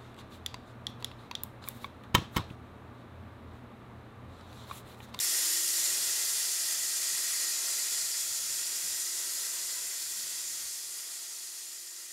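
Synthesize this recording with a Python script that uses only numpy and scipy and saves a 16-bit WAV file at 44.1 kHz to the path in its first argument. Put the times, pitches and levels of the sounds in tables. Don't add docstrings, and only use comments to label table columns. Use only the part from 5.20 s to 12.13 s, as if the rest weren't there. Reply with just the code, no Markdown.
import sys
import numpy as np
from scipy import signal
from scipy.fft import rfft, irfft, next_fast_len
from scipy.io import wavfile
from scipy.ndimage import uniform_filter1d, map_coordinates

SR = 44100
rng = np.random.default_rng(int(sys.argv[2]) if len(sys.argv) > 2 else 0)


def to_wav(sig):
    pcm = np.clip(np.atleast_2d(sig), -1, 1) * 32767
    pcm = np.round(pcm).astype(np.int16)
    wavfile.write(sys.argv[1], SR, pcm.T)


def field_ratio(decibels):
    return 10 ** (np.asarray(decibels, dtype=float) / 20)


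N = 305480
TIME = np.arange(N) / SR


def along(points, hz):
    point_hz, value = np.transpose(points)
    return np.interp(np.log(hz + 1), np.log(point_hz + 1), value)


def curves(rows):
    seconds, *columns = np.transpose(rows)
    return [np.interp(TIME, seconds, column) for column in columns]


def bump(x, centre, width):
    return np.exp(-((x - centre) / width) ** 2)


def unit(x):
    return x / np.sqrt(np.mean(x ** 2) + 1e-20)


def wobble(knots_per_s):
    knots = rng.standard_normal(int(N * knots_per_s / SR) + 4)
    return map_coordinates(knots, [TIME * knots_per_s])


def filtered(x, gain):
    size = next_fast_len(N + 8192)
    hz = np.fft.rfftfreq(size, 1 / SR)
    return irfft(rfft(x, size) * gain(hz), size)[..., :N]


# frequency in Hz, side minus mid in dB.
PORT_SIDE_DB = [(60, -25), (400, -22.5), (1200, -30.5), (3000, -26), (5500, -18.5), (7000, -17.5),
                (9000, -12), (11300, -10), (11800, -22), (15500, -29)]
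# frequency in Hz, likeness of side to mid from -1 to 1 (above 0 pulls left).
PORT_LEAN = [(200, -.3), (5500, -0.22), (7500, 0.029), (11000, 0.45)]


def turbulence(patchy_db):
    z = signal.stft(rng.standard_normal((2, N)), nperseg=512)[2]
    patches = rng.standard_normal(z.shape[1:])
    patches = uniform_filter1d(patches, size=14, axis=0)
    patches = uniform_filter1d(patches, size=8, axis=1)
    mid, other = signal.istft(z * field_ratio(patchy_db * unit(patches)), nperseg=512)[1][:, :N]

    def lean(hz):
        return np.clip(along(PORT_LEAN, hz), -1, 1)

    def side_gain(hz):
        return field_ratio(along(PORT_SIDE_DB, hz))

    tied = filtered(mid, lambda hz: lean(hz) * side_gain(hz))
    free = filtered(other, lambda hz: np.sqrt(1 - lean(hz) ** 2) * side_gain(hz))
    side = tied + free
    return np.array([mid + side, mid - side])


def reflections(x, ripple_db):
    z = signal.stft(x, nperseg=2048)[2]
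    comb = rng.standard_normal(z.shape[1:])
    for _ in range(2):
        comb = uniform_filter1d(comb, size=2, axis=0)
        comb = uniform_filter1d(comb, size=30, axis=1)
    return signal.istft(z * field_ratio(ripple_db * unit(comb)), nperseg=2048)[1][:, :N]


# time in seconds, jet level in dB.
VENT_DB = [(0, -31.5), (.1, -31.7), (.32, -31), (.42, -32), (.65, -31), (.85, -32), (1.3, -33), (2.0, -33),
           (2.6, -33.5), (3.4, -35.5), (4.1, -36), (4.7, -37.5), (5.35, -38.5), (6.93, -42)]
# frequency in Hz, density in dB per Hz.
JET_COLOUR = [(200, -27.5), (280, -26), (450, -10.5), (850, -30.5), (1100, -25.5), (1700, -22.5),
              (2700, -13), (4000, -5.5), (6000, -0.5), (7500, -5), (9500, -4.5), (12000, -8),
              (14000, -11.5), (15650, -18.0)]
# centre in Hz, width in Hz, gain in
# dB.
CAB_MODES = [(459, 104, -11.9), (792, 99, -4.0), (901, 292, 12.0), (1346, 342, 9.3), (1603, 155, 6.5),
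             (1875, 174, 12.0), (2037, 176, 8.1), (2418, 89, 5.6), (2604, 88, 2.1), (3072, 61, -4.5),
             (3391, 41, 3.6), (3695, 94, -4.3), (4041, 91, -3.9), (4714, 249, -9.4), (4844, 434, 12.0),
             (4957, 187, -8.9), (5226, 94, -4.0), (5898, 499, -3.2), (6570, 82, -3.4), (7132, 125, -9.0),
             (7147, 435, 12.0), (7629, 63, -3.3), (8026, 83, 3.6), (8374, 267, 5.1), (8549, 107, -4.6),
             (10597, 224, 3.8), (11274, 194, -5.6), (11363, 359, 3.7),
             (5480, 160, 1.1), (6020, 92, 1), (6530, 120, 1.5), (7270, 66, 0.8), (8600, 120, 2.2),
              (9050, 82, 0.5), (9960, 630, 0.9), (11060, 100, 0.5)]


def brake_air():
    jet_db, = curves(VENT_DB)
    focus = bump(TIME, centre=2.2, width=1.2)
    edge_loss_db, body_loss_db = 0.9, 1
    opening_db, opening_s = 2.5, 0.4
    edge_db = opening_db * bump(TIME, 0, opening_s) - edge_loss_db * focus + 0.54 * wobble(5)
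    body_db = 0.64 * wobble(4.08) - body_loss_db * focus

    def colour(hz):
        broad_db = along([(120, -56)] + JET_COLOUR, hz)
        modes_db = sum(db / (1 + (2 * (hz - centre_hz) / width_hz) ** 2)
                       for centre_hz, width_hz, db in CAB_MODES)
        return field_ratio(broad_db + modes_db)

    air = filtered(reflections(turbulence(patchy_db=0.61), ripple_db=1.41), colour)

    def above(corner_hz):
        return filtered(air, lambda hz: 1 - 1 / (1 + (hz / corner_hz) ** 8))

    def drift(db):
        return db - np.mean(db)

    body = air - above(3500)
    edge = above(9600)
    fizz = above(13000)
    core = air - body - edge
    edge = edge + (field_ratio(0.19 * drift(jet_db)) - 1) * fizz
    flutter_db = 0.16 * wobble(12) + 0.23 * wobble(30) + 0.36 * wobble(80)
    jet = core + field_ratio(drift(edge_db)) * edge + field_ratio(drift(body_db)) * body
    return field_ratio(jet_db + 0.62 + flutter_db) * jet / np.std(core)


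# time in seconds, shaft rate in Hz.
SHAFT_HZ = [(0, 37.0), (.25, 37.15), (.33, 37.45), (.45, 38.05), (.6, 38.33), (.9, 38.4), (4.5, 38.39),
            (5.5, 38.37), (6.93, 38.36)]
# time in seconds, level of shaft order 9 in dB.
NINTH_DB = [(0, -73), (.2, -66.5), (.33, -57.5), (.75, -61.5), (1.1, -72), (1.6, -64.5), (2, -67.5),
            (2.3, -65.5), (2.9, -70.5), (3.4, -70), (3.9, -64.5), (4.6, -71), (5, -69.5), (5.5, -71.5),
            (6.2, -72), (6.93, -67)]


def motor():
    shaft_hz, = curves(SHAFT_HZ)
    ninth_db, = curves(NINTH_DB)
    swell_db = 4.5 * bump(TIME, centre=2.4, width=0.45)
    dip_db = 5 * bump(10 * shaft_hz, centre=374.8, width=4)
    tenth_db = -72.5 + swell_db + 2.4 * wobble(2.73) - dip_db - 0.53 * TIME
    panel_db = 11.5 * bump(18 * shaft_hz, centre=691, width=3.1)
    easing_db_per_s = 1.34
    eighteenth_db = -75.5 + panel_db - easing_db_per_s * TIME
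    order_db = {9: ninth_db, 10: tenth_db, 18: eighteenth_db, 20: tenth_db - 4.0, 27: ninth_db - 18}

    shaft_angle = 2 * np.pi * np.cumsum(shaft_hz) / SR
    run_up = bump(TIME, centre=0.38, width=0.22)
    whine = 0
    for order, db in order_db.items():
        right_db = 0.91 + 0.37 * wobble(1.27) + 2.0 * run_up
        level = field_ratio(db + 0.49 * wobble(3.5)) * np.sqrt(2)
        tone = level * np.sin(order * shaft_angle + rng.uniform(0, 2 * np.pi))
        whine = whine + tone * field_ratio(np.array([-right_db, right_db]))
    return whine


# time in seconds, rumble level in dB.
RUMBLE_DB = [(0, -68), (.3, -73), (.75, -67), (.95, -72), (2.4, -71.5), (5.4, -73), (5.75, -80),
             (6.93, -81)]
# frequency in Hz, rumble density in dB per Hz.
RUMBLE_COLOUR = [(13, -40), (22, -10), (54, -0.5), (135, -2.5), (172, 0.5), (241, -15), (300, -2),
                 (390, -28), (660, -120)]
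# time in seconds, peak level in dB, floor or fitting ring in Hz, 60 dB decay in seconds.
RAIL_JOINTS = [(.04, -65, 60, .2), (.6, -66, 147, .15), (.8, -56, 141, 0.15), (.85, -58, 62, 0.28),
               (1.14, -64, 129, .15), (1.92, -58.5, 171, 0.21), (2.15, -67, 167, .15),
               (3.22, -63, 189, 0.18), (3.28, -61, 121, .25), (3.64, -52, 160, 0.11),
               (3.69, -61.5, 71, 0.28), (4.4, -63, 161, 0.17), (4.565, -53, 1000, 0.15),
               (4.665, -61, 755, 0.15), (4.96, -61.5, 187, .3), (5.03, -63, 115, 0.22),
               (5.39, -62, 168, .2), (5.44, -63, 65, 0.27)]


def wheels():
    rumble_db, = curves(RUMBLE_DB)
    rumble = unit(filtered(turbulence(patchy_db=2.0), lambda hz: field_ratio(along(RUMBLE_COLOUR, hz))))
    thuds = np.zeros(N + SR)
    t = TIME[:SR // 2]
    for start_s, peak_db, ring_hz, t60_s in RAIL_JOINTS:
        ring = np.sin(2 * np.pi * ring_hz * t)
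        ring += 0.61 * np.sin(2 * np.pi * 1.54 * ring_hz * t + rng.uniform(0, 2 * np.pi))
        decay = field_ratio(peak_db + 3.5 - 60 * t / t60_s)
        soft_onset = 1 - np.exp(-t / 0.01)
        thuds[round(start_s * SR):][:len(t)] += decay * soft_onset * ring
    return field_ratio(rumble_db + 0.4 * wobble(7)) * rumble + thuds[:N]


def scene():
    return brake_air() + motor() + wheels()


def roll_off(x):
    return signal.sosfilt(signal.butter(12, 15970, fs=SR, output="sos"), x)


# time in seconds, camera gain in dB.
FADE_DB = [(5.4, -1.5), (5.6, -3), (6.3, -4), (6.93, -6)]


def record(dry):
    fade_db, = curves(FADE_DB)
    top_hz = 15705
    mix = filtered(field_ratio(fade_db) * dry, lambda hz: hz < top_hz)
    return roll_off(mix)


dry = scene()
out = record(dry)
to_wav(out)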